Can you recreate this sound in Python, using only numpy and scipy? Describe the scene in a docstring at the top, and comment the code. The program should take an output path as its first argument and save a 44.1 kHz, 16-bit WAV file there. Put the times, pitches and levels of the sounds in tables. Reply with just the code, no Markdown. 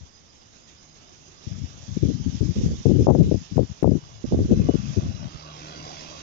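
"""At a field's edge, beside a parked vehicle's open door, a spraying drone flies closer in gusty wind.
Gusts cross two microphone ports, mostly the left; single eddies slap them and leave the air churning.
The hardest tick and push the recorder into its limiter. The rotors hum low and throw a throbbing
rush of air, coloured by the surfaces around the door. Their distant hiss swells and shimmers over
a low outdoor rumble. Thin chirps and a faint whine sit above."""
import sys
import numpy as np
from scipy import signal
from scipy.fft import rfft, irfft, next_fast_len
from scipy.io import wavfile
from scipy.ndimage import uniform_filter1d, minimum_filter1d

SR = 44100
rng = np.random.default_rng(int(sys.argv[2]) if len(sys.argv) > 2 else 0)


def unload_audio(sound):
    """Save the sound as a 16-bit wav file, at the path given as the first command line argument."""
    columns = np.transpose(np.atleast_2d(sound))
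    # keep every value between -1 and 1, then stretch to whole-number steps
    steps = np.round(np.clip(columns, -1, 1) * 32767)
    wavfile.write(sys.argv[1], SR, steps.astype(np.int16))


N = 274302
TIME_S = np.arange(N) / SR
FRAME, OVERLAP = 1024, 768
BIN_HZ = np.fft.rfftfreq(FRAME, 1 / SR)


# Spells of turbulence: start_s, length_s, left_db, right_db
GUSTS = [(0, .028, -37, -66), (1.494, 0.16, -29, -66), (1.669, 0.17, -43, -67), (1.873, 0.13, -31, -56),
         (2.018, 0.093, -17.5, -34), (2.129, 0.25, -26.5, -44.5), (2.425, 0.095, -20.5, -65),
         (2.555, 0.19, -23.5, -23), (2.75, 0.066, -36, -36), (2.853, 0.18, -14, -32.5),
         (3.072, 0.16, -13.5, -27), (3.235, 0.058, -19.5, -24.5), (3.356, 0.062, -28.5, -51),
         (3.558, 0.078, -16, -51.5), (3.84, 0.13, -15.5, -41.5), (4.01, 0.19, -44.5, -54),
         (4.241, 0.049, -33, -31), (4.311, 0.15, -21.5, -22), (4.48, 0.19, -21, -23.5),
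         (4.768, 0.17, -27, -42.5), (5.013, 0.1, -26, -34), (5.133, 0.14, -31, -76)]
# Single hard eddies: start_s, length_s, churn_db, slap_db, port
BUFFETS = [(1.469, 0.0051, -20, -39, "left"), (1.967, 0.0054, -14.5, -21, "left"),
           (2.034, 0.024, -18.5, -15.5, "left"), (2.102, 0.02, -23.5, -14.5, "left"),
           (2.257, .025, -19.5, -33.5, "left"), (2.408, 0.025, -14.5, -18.5, "left"),
           (2.658, 0.008, -11, -23, "left"), (2.857, 0.058, -12, -8.5, "left"),
           (3.009, 0.092, -24, -15, "right"), (3.069, 0.035, -9.5, 3.5, "left"),
           (3.089, 0.036, -8.5, -0.5, "left"), (3.15, 0.015, -10.5, -4, "left"),
           (3.205, 0.023, -8, -14, "left"), (3.314, 0.016, -13.5, -8, "left"),
           (3.343, 0.01, -12, -12.5, "left"), (3.515, 0.034, -27, -27, "left"),
           (3.58, .032, -14, -2, "left"), (3.694, 0.02, -27.5, -58, "left"),
           (3.827, 0.0085, -14, -8, "left"), (3.844, 0.021, -13.5, 2, "left"),
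           (3.876, 0.01, -11, -5.5, "left"), (3.916, 0.0038, -6.5, -14, "left"),
           (4.243, 0.013, -22, -17, "right"), (4.323, .016, -18.5, -7.5, "right"),
           (4.345, .008, -19, -8, "right"), (4.39, 0.03, -17, -10, "left"),
           (4.506, 0.029, -10, -14.5, "left"), (4.597, 0.026, -15.5, -13.5, "left"),
           (4.688, 0.017, -11, -7, "left"), (4.739, 0.021, -14, -14, "left"),
           (4.965, 0.029, -14.5, -26.5, "left"), (5.021, 0.05, -29, -25, "right"),
           (5.336, 0.021, -34, -42, "right")]

def wind(port, gust_trim_db, gust_reach, buffet_reach, low_cut_hz, churn_trim_db=1):
    """Gusts and buffets at one port; eddy pitch follows air speed, the square root of pressure."""
    calm_hz, gust_rise_hz = 100, 197
    soft_buffet_hz, slap_rise_hz = 115.6, 162
    lead_s, slap_lag_s = 0.00407, 0.00097
    out = np.zeros(N)
    for start_s, length_s, left_db, right_db in GUSTS:
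        gust_db = left_db if port == "left" else right_db
        eddy_hz = calm_hz + gust_rise_hz * np.sqrt(gain_of(gust_db))
        gust = turbulence(length_s, gust_db + gust_trim_db, eddy_hz, gust_reach, low_cut_hz, 0.0076)
        add(out, start_s - lead_s, gust)
    for start_s, length_s, churn_db, slap_db, side in BUFFETS:
        if side == port:
            eddy_hz = soft_buffet_hz + slap_rise_hz * np.sqrt(gain_of(slap_db))
            level_db = churn_db + churn_trim_db
            churn = turbulence(length_s, level_db, eddy_hz, buffet_reach, low_cut_hz, 0.0048)
            add(out, start_s - lead_s, churn)
            pulse = slap(slap_db)
            add(out, start_s + slap_lag_s - len(pulse) / 2 / SR, pulse)
    return out


def turbulence(length_s, level_db, eddy_hz, reach, low_cut_hz, fade_s, ref_db=-23, db_per_decade=130):
    """A burst of lumpy air; faster, harder eddies reach higher in pitch."""
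    t = np.arange(SR // 2) / SR
    envelope = np.clip(t / fade_s, 0, 1) * np.exp(-np.maximum(t - length_s, 0) / fade_s)
    eddies = rng.standard_normal(len(t)) * envelope * gain_of(4 * wander(len(t), rate_hz=90))
    top_hz = reach * eddy_hz * 10 ** ((level_db - ref_db) / db_per_decade)
    low_cut = signal.butter(4, low_cut_hz, "high", fs=SR, output="sos")
    slope = signal.butter(1, np.clip(0.34 * eddy_hz, 50, 2000), fs=SR, output="sos")
    roll_off = signal.butter(5, np.clip(top_hz, 100, 2000), fs=SR, output="sos")
    pressure = signal.sosfilt(np.vstack([low_cut, slope, roll_off]), eddies)
    return gain_of(level_db) * unit_rms(pressure) * np.sqrt(length_s / t[-1])


def slap(peak_db, ref_width_s=0.00055, ref_db=-8, db_per_decade=70):
    """One eddy passing a port: a pull and a push, briefer the harder it is."""
    t = np.arange(-SR // 100, SR // 100) / SR
    width_s = ref_width_s * 10 ** (-(peak_db - ref_db) / db_per_decade)
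    position = t / width_s
    return gain_of(peak_db) * position * np.exp((1 - position ** 2) / 2)


# Left-port overloads: start_s, level_db
TICKS = [(3.1507, -46), (3.211, -56), (3.312, -58), (3.5708, -47), (3.6306, -54), (3.8307, -39),
         (3.9709, -57)]

def overload_ticks(trim_db=12, core_db=11, decay_s=0.0002, lag_s=0.001):
    """Short, bright ticks on the hardest pushes, each with a duller core."""
    out = np.zeros(N)
    t = np.arange(SR // 100) / SR
    core = gain_of(core_db) * t / decay_s * np.exp(1 - t / decay_s)
    for start_s, level_db in TICKS:
        tick = rng.standard_normal(len(t)) * np.exp(-t / decay_s)
        add(out, start_s + lag_s, gain_of(level_db + trim_db) * (tick / abs(tick).max() + core))
    return out


# Drone nearing: time_s, gain_db
APPROACH = [(0, -30), (1.5, -15.5), (2.7, -24), (3.6, -17), (4.3, -14), (4.65, -8), (5.25, -6), (5.75, -2),
            (6.03, -2.5), (6.22, -5)]

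def drone(blade_hz=76.5):
    """Rotor rush and hum, louder as the drone nears."""
    approach_db = np.interp(TIME_S, *np.transpose(APPROACH))
    return (rotor_rush(blade_hz, approach_db) + rotor_hum(blade_hz)) * gain_of(approach_db)


# Smooth part of the rush: freq_hz, left_db_per_hz, right_db_per_hz
RUSH_SPECTRUM = [(30, -80, -106), (60, -85, -71), (119, -67, -72), (203, -74.5, -76.5), (447, -79, -86),
                 (800, -97.5, -79.5), (1400, -88.5, -84), (3000, -96.5, -81.5), (5000, -99, -92),
                 (6840, -106, -98), (7740, -118, -99), (8050, -135, -135)]
# Bands reinforced by reflections at each port: centre_hz, width_hz, level_db_per_hz
LEFT_REFLECTIONS = [(610, 150, -69.5), (1070, 190, -76.5), (1440, 190, -77.5), (2040, 220, -83),
                    (2680, 480, -85), (3386, 190, -84.5), (4400, 530, -86), (6100, 300, -89.5)]
RIGHT_REFLECTIONS = [(320, 50, -68), (660, 590, -76), (1117, 150, -70), (1750, 200, -90), (2570, 200, -74),
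                     (2857, 35, -68), (3340, 270, -74), (3920, 280, -74.5), (4810, 270, -74),
                     (5170, 370, -75.5), (5910, 280, -73.5), (7060, 320, -89)]

def rotor_rush(blade_hz, approach_db, patchy_db=4, throb_depth=0.3, drift_per_s=0.014, dull_hz=9000):
    """Blade turbulence, reaching the left port first and throbbing with each blade."""
    frame_s, noise = port_noise(coherence=0.84, right_lag_s=0.000457)
    # The bands slide with the angle of arrival.
    sway = 0.0063 * np.interp(frame_s, TIME_S, wander(N, 15))
    slide = drift_per_s * (frame_s - 5.85) + sway
    slid_hz = BIN_HZ * (1 + slide[:, None])
    band_power = [sum(gain_of(level_db) ** 2 * 2 ** -((2 * (slid_hz - centre_hz) / width_hz) ** 2)
                      for centre_hz, width_hz, level_db in bands)
                  for bands in (LEFT_REFLECTIONS, RIGHT_REFLECTIONS)]
    colour = np.sqrt(gain_of(port_spectra_db(RUSH_SPECTRUM)) ** 2 + np.array(band_power))
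    # Distance takes the treble first.
    distance_db = np.interp(frame_s, TIME_S, approach_db)[:, None] * BIN_HZ / dull_hz
    flicker_db = patchy_db * patches(noise.shape, frames=16, bins=5)
    rush = sound_of(noise * colour * gain_of(distance_db + flicker_db))
    passes = wavering_cycles(blade_hz, depth=0.009, waver_hz=2.3)
    return rush * (1 + throb_depth * np.cos(2 * np.pi * passes))


# Blade-rate lines: harmonic, level_db
HUM_HARMONICS = [(1, -54.5), (2, -47), (3, -72), (4, -65.5)]

def rotor_hum(blade_hz, flutter_db=2):
    """Low harmonics of the blade rate, wavering as the motors hold course."""
    passes = wavering_cycles(blade_hz, depth=0.0027, waver_hz=9.9)
    hum = np.zeros(N)
    for harmonic, level_db in HUM_HARMONICS:
        amplitude = np.sqrt(2) * gain_of(level_db + flutter_db * wander(N, 5))
        hum += amplitude * np.sin(2 * np.pi * harmonic * passes)
    return pan(hum, left_db=-1, right_db=1)


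# Rumble and far rotor hiss at rest: freq_hz, left_db_per_hz, right_db_per_hz
FAR_SPECTRUM = [(25, -99.2, -100.1), (59.6, -71.5, -72), (125, -82, -83), (239, -86, -82.5),
                (460, -92, -89), (1310, -94.5, -96), (2330, -99.5, -95.5), (3520, -100.4, -89.5),
                (4240, -102.7, -94.5), (5400, -102.9, -86.5), (6614, -111.4, -86.5), (7424, -120.1, -102.6),
                (8020, -125.7, -126.8), (13800, -137.4, -138.7)]
# Swell of the far rotor hiss: time_s, level_db
HISS_SWELL = [(0, -61), (0.5, -61), (1.3, -57), (1.55, -52), (2.1, -48.5), (2.4, -47.5), (2.65, -45.5),
              (3.1, -49.5), (4.1, -55), (4.7, -51), (4.92, -44.5), (5.1, -53.5), (5.45, -59.5), (6.0, -48),
              (6.22, -48)]

def far_rotor_hiss_and_rumble(rest_db=-59, shimmer_db=1.87):
    """The drone's distant rotor hiss, swelling and shimmering over a low outdoor rumble."""
    coherence = 0.33 * np.exp(-(BIN_HZ / 4500) ** 2)
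    frame_s, noise = port_noise(coherence, right_lag_s=0.00042)
    swell_db = np.interp(frame_s, *np.transpose(HISS_SWELL)) - rest_db
    swell_db += shimmer_db * np.interp(frame_s, TIME_S, wander(N, 24))
    bin_share = np.interp(BIN_HZ, [200, 1300, 2500, 7000, 10000], [0.49, 0.47, 0.74, 0.65, 0.79])
    port_share = np.array([0.8, 1.0])[:, None, None]
    level_db = port_spectra_db(FAR_SPECTRUM) + swell_db[:, None] * bin_share * port_share
    patchy_db = 2 - 3 * np.exp(-BIN_HZ / 400)
    level_db += patchy_db * patches(noise.shape, frames=12, bins=8)
    return sound_of(noise * gain_of(level_db))


def chirps(pitch_hz=4980, width_hz=110, rate_hz=8, uneven_db=0.3):
    """Thin, uneven, insect-like chirps near the right port."""
    cycles = wavering_cycles(rate_hz, depth=0.3, waver_hz=4.5)
    strokes = np.sin(np.pi * cycles) ** 4 * gain_of(uneven_db * wander(N, 4))
    return pan(unit_rms(narrow_noise(pitch_hz, width_hz) * strokes), left_db=-81, right_db=-62.5)


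def whine(pitch_hz=13117, width_hz=10, swell_db=17, peak_s=5.24, swell_width_s=0.094):
    """A faint electronic whine that swells once."""
    tone = unit_rms(narrow_noise(pitch_hz, width_hz))
    swell = np.exp(-((TIME_S - peak_s) / swell_width_s) ** 2)
    return pan(tone * gain_of(swell_db * swell), left_db=-104, right_db=-111)


def gain_of(db):
    """Decibels to amplitude."""
    return 10 ** (np.asarray(db) / 20)


def unit_rms(x):
    """Scales to rms 1."""
    return x / np.sqrt(np.mean(x ** 2) + 1e-20)


def add(mix, start_s, sound):
    """Mixes a sound in at start_s."""
    part = mix[max(round(start_s * SR), 0):][:len(sound)]
    part += sound[:len(part)]


def pan(sound, left_db, right_db):
    """Mono to two ports."""
    return sound * gain_of([[left_db], [right_db]])


def wander(samples, rate_hz):
    """Smooth random motion of rms about 1, up to about rate_hz."""
    size = next_fast_len(max(samples, SR))
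    freq_hz = np.fft.rfftfreq(size, 1 / SR)
    spectrum = rfft(rng.standard_normal(size)) * np.exp(-(freq_hz / rate_hz) ** 2)
    return unit_rms(irfft(spectrum, size))[:samples]


def wavering_cycles(rate_hz, depth, waver_hz):
    """Running cycle count of an unsteady rate."""
    return np.cumsum(rate_hz * (1 + depth * wander(N, waver_hz))) / SR


def narrow_noise(pitch_hz, width_hz):
    """A thin noise band around pitch_hz."""
    envelope = wander(N, width_hz) + 1j * wander(N, width_hz)
    return (envelope * np.exp(2j * np.pi * pitch_hz * TIME_S)).real


def port_noise(coherence, right_lag_s):
    """Frame times and spectra (port, frame, bin) of partly shared white noise at 0 dB per Hz."""
    white = rng.standard_normal((2, N)) * np.sqrt(SR / 2)
    _, frame_s, spectra = signal.stft(white, SR, nperseg=FRAME, noverlap=OVERLAP)
    left, unrelated = spectra.transpose(0, 2, 1)
    delayed = left * np.exp(-2j * np.pi * BIN_HZ * right_lag_s)
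    right = coherence * delayed + np.sqrt(1 - coherence ** 2) * unrelated
    return frame_s, np.array([left, right])


def port_spectra_db(table):
    """Left and right levels (port, 1, bin), interpolated in log frequency."""
    freq_hz, *sides_db = np.transpose(table)
    return np.array([np.interp(np.log(BIN_HZ + 1), np.log(freq_hz), db) for db in sides_db])[:, None]


def patches(shape, frames, bins):
    """Random time-frequency blotches of rms 1."""
    slow = uniform_filter1d(rng.standard_normal(shape), frames, axis=1)
    return unit_rms(uniform_filter1d(slow, bins, axis=2))


def sound_of(spectra):
    """Short-time spectra to sound."""
    return signal.istft(spectra.transpose(0, 2, 1), nperseg=FRAME, noverlap=OVERLAP)[1][:, :N]


def scene():
    """Separate wind at each port; drone, rumble, chirps and whine at both."""
    rotors = drone()
    left = wind("left", gust_trim_db=1, gust_reach=1.806, buffet_reach=1.958, low_cut_hz=84.5)
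    left += overload_ticks()
    right = wind("right", gust_trim_db=-1, gust_reach=2.93, buffet_reach=2.53, low_cut_hz=67.4)
    return np.array([left, right]) + rotors + far_rotor_hiss_and_rumble() + chirps() + whine()


def record(dry, ceiling_db=-2.65, recovery_db_per_s=230, cutoff_hz=15740):
    """A fast limiter ducks both channels on the hardest gusts; a low-pass follows."""
    over_db = np.maximum(20 * np.log10(abs(dry).max(0) + 1e-9) - ceiling_db, 0)
    recovery_db = TIME_S * recovery_db_per_s
    held_db = np.maximum.accumulate(over_db + recovery_db) - recovery_db
    look_ahead_db = minimum_filter1d(-held_db, size=80)
    duck_db = uniform_filter1d(uniform_filter1d(look_ahead_db, size=40), size=40)
    low_pass = signal.firwin(511, cutoff_hz, window=("kaiser", 9), fs=SR)
    return signal.oaconvolve(dry * gain_of(duck_db), low_pass[None], "same")


dry = scene()
out = record(dry)
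unload_audio(out)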